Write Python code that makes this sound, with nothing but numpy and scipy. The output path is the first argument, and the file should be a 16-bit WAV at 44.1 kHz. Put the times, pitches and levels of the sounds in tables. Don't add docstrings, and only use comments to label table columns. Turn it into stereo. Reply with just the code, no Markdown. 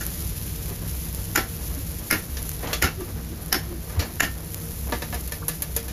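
import sys
import numpy as np
from scipy import signal
from scipy.fft import rfft, irfft
from scipy.io import wavfile
from scipy.ndimage import uniform_filter1d, minimum_filter1d

SR = 44100
rng = np.random.default_rng(int(sys.argv[2]) if len(sys.argv) > 2 else 0)


def generate_wav(signal):
    frames = np.transpose(np.atleast_2d(signal))
    scaled = np.clip(frames, -1, 1) * 32767
    pcm = np.round(scaled).astype(np.int16)
    wavfile.write(sys.argv[1], SR, pcm)


N = 261072
TIME = np.arange(N) / SR
HIT = 16000
AGE = np.arange(HIT) / SR


CONTACT_HZ = (780, 1400, 1780, 2250, 2800, 5200, 7000, 11000)
# start_s, level_db, rattle_delay_s, rattle_db (against the snap),
# singing_mode_hz, singing_lift_db, then one contact_db for each group in CONTACT_HZ
SNAPS = [(0.009, -25, .003, -6, 1305, 11, -11, 5, 3, -15, -10, -2, 8, 5),
         (1.3573, -5.5, 0.0038, 5.5, 2262, 5.8, 1, 2.5, 0, 0.5, -7, -4, 3, 0),
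         (2.11, -6, 0.0013, 5, 1700, 2.7, -5, 3, 1, 3.5, -6, -2.5, 0, 4.5),
         (2.823, -5, 0.0017, 4.5, 2262, 6.1, -2.5, 3.5, -8, 0.5, -9.5, -6, 0.5, -3.5),
         (3.526, -8, 0.0019, 9.5, 5388, 6.3, -0.5, -0.5, 1, -15, -2, 2, 0, 0.5),
         (4.204, -4.5, 0.0033, 9.5, 1785, 2.5, -4.5, 2, 1.5, -4.5, -1, -7, 3, -2.5)]
# pitch_hz, level_db, t60_s
TONG_MODES = [(692, -28, 0.27), (770, -21, 0.26), (836, -21, 0.15), (1050, -34, 0.26), (1342, -25, 0.28),
              (1402, -17, 0.14), (1490, -20, 0.14), (1702, -20, 0.14), (1804, -16.5, 0.25),
              (1873, -23, 0.19), (1960, -23, 0.15), (2122, -15, 0.14), (2220, -24, 0.2), (2357, -34, .16),
              (2480, -24, 0.11), (2744, -15, 0.16), (2920, -14, 0.16), (3100, -43, 0.17),
              (4456, -24.5, 0.2), (5020, -16, .12), (5388, -22, 0.2), (5610, -30, .13), (6360, -19.5, 0.15),
              (7044, -14.5, 0.087)]
# pitch_hz, density_db (per Hz)
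CLATTER_COLOUR = [(150, 3.5), (280, -29), (520, -15), (780, -3.5), (1120, -16), (1450, 4), (1800, 2.5),
                  (2200, 0), (2750, -1.5), (3400, -9.5), (4400, -10.5), (5400, -3.5), (8000, -9.5),
                  (12000, -4.5), (16000, -17.5)]
# start_s, level_db, hardness_db (treble gained and bass lost),
# clack_db, t60_s (of the thud and clack), favoured_pitch_hz
KNOCKS = [(2.369, -38.5, -1.5, 9.5, 0.063, 1900), (2.672, -35.5, -7, 5.5, 0.032, 850),
          (2.73, -26.5, -1.5, 7.5, 0.11, 1300), (3.006, -37, -2.5, -3, 0.044, 1270),
          (3.897, -43, -6.5, 0, .06, 1300), (3.993, -29.5, -3.5, 3, 0.21, 1280),
          (4.024, -39.5, -6, 7, .06, 1750), (4.9222, -29, -11, 1.5, 0.047, 850),
          (5.0203, -34, -4.5, 6, 0.048, 1770), (5.024, -38.5, -10.5, -12, 0.043, 684),
          (5.126, -37.5, -13.5, -2, 0.068, 724), (5.143, -27.5, 0, -7, 0.055, 720),
          (5.275, -39, 6.5, -1, 0.076, 1250), (5.321, -29, 1.5, -0.5, 0.051, 1740),
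          (5.482, -21.5, 5, -4.5, 0.068, 1740), (5.621, -26.5, 6, -3, 0.062, 1700),
          (5.764, -21, 5, -4.5, 0.04, 460), (5.882, -34, 3, 4.5, 0.01, 1760)]
# pitch_hz, level_db, t60_s
GRATE_MODES = [(474, -3.5, 0.13), (596, -7.5, 0.11), (720, -13, 0.15), (940, -7, 0.073), (1200, -10, 0.16),
               (1590, -13, 0.035), (1740, -7, 0.11), (2626, -11, 0.066)]
# pitch_hz, density_db (per Hz)
THUD_COLOUR = [(120, 0.5), (290, 5), (450, 0), (800, -6), (1700, -3.5), (3000, -10), (8000, -18.5)]
CLACK_COLOUR = [(600, -19), (2000, 5.5), (5500, 4.5), (7500, 4.5), (11000, -5.5)]
TICK_COLOUR = [(3000, -52), (7000, -4.5), (11000, 1), (16000, -9)]
# start_s, end_s, level_db (at the middle)
SCRAPES = [(0.644, 0.765, -41.5), (2.594, 2.775, -32), (3.578, 3.76, -42.5), (3.886, 4.157, -38),
           (4.346, 4.473, -42), (4.862, 4.936, -38)]
# pitch_hz, density_db (per Hz)
SCRAPE_COLOUR = [(200, 4), (550, 14), (1300, 5.5), (2800, -4), (7000, -18), (15000, -49)]
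# start_s, peak_db, t60_s
BRIGHT_TICKS = [(.066, -6, 0.0046), (1.148, -10, 0.004), (2.428, -9.5, 0.006), (2.493, -8, .004),
                (2.5165, -6.5, 0.0031), (3.461, -15.5, .008), (3.483, -16, .007), (4.545, -6, 0.005),
                (5.214, -19, .004)]
# pitch_hz, density_db (per Hz)
BRIGHT_COLOUR = [(1500, -6), (5000, -20), (8000, 16), (11500, 11), (16000, 11)]
# pitch_hz, density_db (per Hz)
SIZZLE_COLOUR = [(1000, -22), (2500, -5.5), (5000, -3.5), (7000, 2), (9000, 5), (11000, 6.5), (14000, 2.5),
                 (16000, -4.5)]
RUMBLE_COLOUR = [(18, -26), (27, -25), (36, -1), (60, 3), (90, 1.5), (130, -8.5), (165, -0.5), (200, -15),
                 (400, -30)]
STREET_COLOUR = [(100, 0), (300, -0.5), (500, -3), (900, -9.5), (1500, -12.5), (2200, -18.5), (6000, -61),
                 (14000, -21)]
# time_s, level_db
FRYING = [(0.0, -35.5), (0.26, -38.5), (2.7, -39.5), (2.85, -45.5), (3.86, -45.5), (4.44, -40),
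          (4.68, -38.5), (5.92, -43)]
# pitch_hz, level_db, width_hz (rate of their waver)
FAN_LINES = [(64.5, -37.5, 8.3), (99.3, -42.5, 3.2), (161.8, -44, 16.4), (228, -50.5, 4.6),
             (314.6, -53.5, 28), (462, -55, 12.5)]
# middle_s, pitch_hz (before the waver), level_db, length_s
SWELLS = [(1.698, 64.2, -20.5, .1), (1.786, 280, -31, 0.048), (2.36, 66.6, -26.5, .16),
          (2.846, 71, -15.5, .05), (3.013, 364.4, -30, .12), (3.322, 320, -35, .08),
          (3.728, 335.5, -34.5, .17), (3.99, 88, -15, .06)]
# pitch_hz, likeness (0 to 1)
LIKENESS = [(60, 1), (150, 0.96), (350, 0.52), (800, 0.012), (1400, 0.015), (2000, 0.83), (3800, 0.21),
            (5500, 0.38), (7800, 1), (15000, 1)]
# pitch_hz, left_minus_right_db
BALANCE = [(60, 2), (200, 2.5), (750, 3.5), (1400, 1), (2400, 2), (4300, 7), (7500, 0.5), (15000, -0.5)]
# pitch_hz, left_lead_rad
PORT_PHASE = [(20, 0), (400, .15), (700, .8), (1300, -.9), (1800, .3), (3200, 1.1), (4900, .7), (5800, -1),
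              (7200, -1.9), (8000, -3), (8700, -3.3), (11500, -6.2), (12400, -6.4), (15600, -9.4)]

CLATTER_T60_S, STALL_T60_S = 0.035, 0.21
CUTOFF_HZ = 15750
SPITS_PER_S, SPIT_OVER_DB, SPIT_SPREAD_DB = 6, 18.5, 3
RUMBLE_DB, RUMBLE_FALL_DB_PER_S = -32, 1.0
ECHO_S, ECHO_DB = 0.017, -9.5
SQUEAK_S, SQUEAK_LENGTH_S, SQUEAK_DB = 5.416, 0.031, -36
SQUEAK_HZ, SQUEAK_RISE_HZ = 1050, 300


def from_db(db):
    return 10 ** (np.asarray(db) / 20)


def rms_one(x):
    return x / np.sqrt(np.mean(x ** 2) + 1e-20)


def at_hz(points, hz):
    known_hz, values = np.transpose(points)
    return np.interp(np.log(hz + 1e-3), np.log(known_hz), values)


def bins(size):
    return np.fft.rfftfreq(size, 1 / SR)


def coloured(x, spectrum):
    size = x.shape[-1]
    gain = from_db(at_hz(spectrum, bins(size)))
    return rms_one(irfft(rfft(x) * gain, size))


def diffuse(spectrum, size):
    mid, side = rfft(rng.standard_normal((2, size)))
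    alike = np.clip(at_hz(LIKENESS, bins(size)), 0, .999)
    shared = np.sqrt(1 + alike) * mid
    opposed = np.sqrt(1 - alike) * side * [[1], [-1]]
    return coloured(irfft(shared + opposed, size), spectrum)


def drift(rate_hz):
    slowness = (1 + (bins(N) / rate_hz) ** 2) ** 2
    return rms_one(irfft(rfft(rng.standard_normal(N)) / slowness, N))


def decay(t60):
    return from_db(-60 * AGE / max(t60, 1e-3))


def add(out, s, sound):
    start = max(round(s * SR), 0)
    out[:, start:start + sound.shape[-1]] += sound[..., :N - start]


def blow(spectrum, t60, room_db, colour=((1000, 0),), uneven_db=4.0, cluster_hz=55):
    cluster_centres = np.arange(50, SR / 2, cluster_hz)
    chance = np.clip(rng.standard_normal(1000)[:len(cluster_centres)], -2, 2)
    lumps_db = uneven_db * chance * np.minimum(cluster_centres / 2800, 1)
    hz = bins(HIT)[1:]
    density_db = at_hz(spectrum, hz) + np.interp(hz, cluster_centres, lumps_db) + at_hz(colour, hz)
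    clustered = np.column_stack([hz, density_db])
    direct = coloured(rng.standard_normal(HIT), clustered) * decay(t60) * (1 - decay(0.00076))
    room = diffuse(clustered, HIT) * decay(STALL_T60_S) * (1 - decay(0.048))
    return direct + from_db(room_db) * room


def ring(modes, colour, spread_db, detune, port_spread=1.0):
    hz, level_db, t60 = np.transpose(modes)
    gain = from_db(level_db + at_hz(colour, hz) + spread_db * rng.standard_normal(len(hz)))
    hz = hz * (1 + detune * rng.standard_normal(len(hz)))
    phase = rng.uniform(0, 2 * np.pi, (len(hz), 1))
    phase = phase + port_spread * rng.standard_normal((2, len(hz), 1))
    tails = np.array([g * decay(t) for g, t in zip(gain, t60)])
    return np.sum(tails * np.sin(2 * np.pi * hz[:, None] * AGE + phase), axis=1)


def hum(rumble_db, street_db=-42, waver=0.062):
    rumble = from_db(rumble_db) * diffuse(RUMBLE_COLOUR, N)
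    street = from_db(street_db + 1.8 * drift(30)) * diffuse(STREET_COLOUR, N)
    out = rumble + street
    for hz, level_db, width_hz in FAN_LINES:
        turn = 2 * np.pi * hz * TIME
        line = drift(width_hz) * np.cos(turn) + drift(width_hz) * np.sin(turn)
        out = out + from_db(level_db) * line
    bend = 1 + waver * drift(104)
    for middle_s, hz, level_db, length_s in SWELLS:
        size = max(int(length_s * SR), 2)
        pitch_hz = hz * bend[int(middle_s * SR):][:size]
        tone = np.sin(2 * np.pi * np.cumsum(pitch_hz) / SR)
        add(out, middle_s - length_s / 2, from_db(level_db) * np.hanning(size) * tone)
    return out


def sizzle(level_db, per_s=1800, size_db=5.5, grain_db=-3, hiss_db=0):
    born = rng.random(N) < per_s * from_db(4 * drift(25)) / SR
    sizes = from_db(size_db * np.minimum(rng.exponential(1, N), 4.5)) * rng.choice([-1, 1], N)
    grains = from_db(grain_db) * coloured(born * sizes, SIZZLE_COLOUR)
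    hiss = from_db(hiss_db + 2.3 * drift(32)) * diffuse(SIZZLE_COLOUR, N)
    return from_db(level_db) * (grains + hiss)


def tong_resonances(width_hz=26, valley_db=-12.0):
    hz = np.arange(500, 7500, 15)
    power = from_db(valley_db) ** 2
    for mode_hz, _, _ in TONG_MODES:
        mode_width_hz = width_hz * np.sqrt(mode_hz / 2000)
        power = power + 1 / (1 + ((hz - mode_hz) / mode_width_hz) ** 2) ** 2
    return hz, 10 * np.log10(power / uniform_filter1d(power, size=50))


def tongs(room_db=-17, ring_db=2.0, thud_db=-13.5, close_s=0.0042, rattle_t60=0.026,
          sing_width_hz=35, lead_in_s=0.007, lead_in_db=-10, lead_in_clatter_db=-8):
    out = np.zeros((2, N))
    grid_hz, resonance_db = tong_resonances()
    for s, level_db, rattle_s, rattle_db, sing_hz, sing_db, *contact_db in SNAPS:
        contact = list(zip(CONTACT_HZ, contact_db))

        def lift(hz):
            return sing_db * (abs(hz - sing_hz) < sing_width_hz)

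        colour_db = at_hz(contact, grid_hz) + resonance_db + lift(grid_hz)
        colour = [*zip(grid_hz, colour_db), contact[-1]]
        lifted_modes = [(hz, db + lift(hz), t60) for hz, db, t60 in TONG_MODES]
        arms = from_db(ring_db) * ring(lifted_modes, contact, spread_db=1.0, detune=0.0014)
        thud = from_db(thud_db) * blow(THUD_COLOUR, t60=0.041, room_db=6.5)
        clatter = blow(CLATTER_COLOUR, CLATTER_T60_S, room_db, colour)
        soft_clatter = from_db(lead_in_clatter_db) * blow(CLATTER_COLOUR, CLATTER_T60_S, room_db, colour)
        lead_in = (soft_clatter + arms) * (1 - decay(0.019))
        closing = (clatter + arms + thud) * (1 - decay(close_s))
        rattle = blow(CLATTER_COLOUR, rattle_t60, room_db=-31, colour=colour)
        echo = blow(CLATTER_COLOUR, t60=0.055, room_db=-7.0, colour=colour)
        add(out, s - lead_in_s, from_db(level_db + lead_in_db) * lead_in)
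        add(out, s, from_db(level_db) * closing)
        add(out, s + rattle_s, from_db(level_db + rattle_db) * rattle)
        add(out, s + ECHO_S, from_db(level_db + ECHO_DB) * echo)
    return out


def bright_ticks(sizzle_db, small_t60=0.0023):
    out = np.zeros((2, N))
    born = np.flatnonzero(rng.random(N) < SPITS_PER_S / SR)
    small_db = sizzle_db + SPIT_OVER_DB + SPIT_SPREAD_DB * rng.standard_normal(N)
    small_spits = [(TIME[i], small_db[i], small_t60) for i in born]
    for s, peak_db, t60 in [*BRIGHT_TICKS, *small_spits]:
        tick = coloured(rng.standard_normal(HIT), BRIGHT_COLOUR) * decay(t60)
        add(out, s, from_db(peak_db) * tick / np.abs(tick).max())
    return out


def scrapes(slip_db=3):
    pressure = np.zeros(N)
    for start_s, end_s, level_db in SCRAPES:
        progress = np.clip((TIME - start_s) / (end_s - start_s), 0, 1)
        pressure += from_db(level_db) * np.sin(np.pi * progress)
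    stick_slip = rms_one(from_db(slip_db * drift(97)))
    return pressure * stick_slip * diffuse(SCRAPE_COLOUR, N)


def knocks(dull_db=-6.0, ring_db=0.5, tick_db=1.0, crack_db=3, crack_t60=0.041,
           favour_db=5.5, favour_ratio=1.25, build_s=0.0089):
    out = np.zeros((2, N))
    for s, level_db, hard_db, clack_db, t60, pitch_hz in KNOCKS:
        colour = [(pitch_hz / favour_ratio, 0), (pitch_hz, favour_db), (pitch_hz * favour_ratio, 0)]
        grate = ring(GRATE_MODES, colour, spread_db=0.0, detune=0.016) * (1 - decay(build_s))
        thud = blow(THUD_COLOUR, t60, room_db=1.5, colour=colour, uneven_db=-2.5)
        body = from_db(dull_db) * thud + from_db(ring_db) * grate
        clack = from_db(clack_db) * blow(CLACK_COLOUR, t60, room_db=-4.5, uneven_db=4.5)
        tick = from_db(tick_db) * blow(TICK_COLOUR, t60, room_db=-15.0)
        crack = from_db(crack_db) * coloured(rng.standard_normal(HIT), TICK_COLOUR) * decay(crack_t60)
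        knock = from_db(-hard_db) * body + clack + from_db(hard_db) * (tick + crack)
        add(out, s, from_db(level_db) * knock)
    return out


def squeak(rough_hz=240):
    pressure = np.sin(np.pi * np.clip((TIME - SQUEAK_S) / SQUEAK_LENGTH_S, 0, 1))
    hz = SQUEAK_HZ + SQUEAK_RISE_HZ * pressure + rough_hz * drift(385)
    return from_db(SQUEAK_DB) * pressure * np.sin(2 * np.pi * np.cumsum(hz) / SR)


def scene(sizzle_trim_db=1.0, swell_db=-0.1):
    frying_db = np.interp(TIME, *np.transpose(FRYING))
    sizzle_db = frying_db + sizzle_trim_db + swell_db * drift(5.0)
    rumble_db = RUMBLE_DB - RUMBLE_FALL_DB_PER_S * TIME
    stall = hum(rumble_db) + sizzle(sizzle_db)
    return stall + tongs() + bright_ticks(sizzle_db) + scrapes() + knocks() + squeak()


def limiter(x, top_db=-4.5, hold_s=0.0059, release_db_per_s=1100, slow_share=0.12, slow_db_per_s=45):
    over_db = np.maximum(20 * np.log10(np.abs(x).max(axis=0) + 1e-9) - top_db, 0)
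    size = max(int(hold_s * SR), 3)
    held = -minimum_filter1d(-over_db, size, origin=(size - 1) // 2)

    def release(db_per_s):
        return np.maximum.accumulate(held + db_per_s * TIME) - db_per_s * TIME

    reduction_db = (1 - slow_share) * release(release_db_per_s) + slow_share * release(slow_db_per_s)
    return x * from_db(-uniform_filter1d(reduction_db, size=24))


def record(dry):
    hz, sides = bins(N), np.array([[.5], [-.5]])
    level = from_db(sides * at_hz(BALANCE, hz))
    phase = sides * np.interp(hz, *np.transpose(PORT_PHASE))
    stereo = irfft(rfft(dry) * level * np.exp(1j * phase), N)
    limited = np.clip(limiter(stereo), -1, 1)
    cutoff = signal.ellip(12, .1, 90, CUTOFF_HZ, fs=SR, output="sos")
    return signal.sosfilt(cutoff, limited)


dry = scene()
out = record(dry)
generate_wav(out)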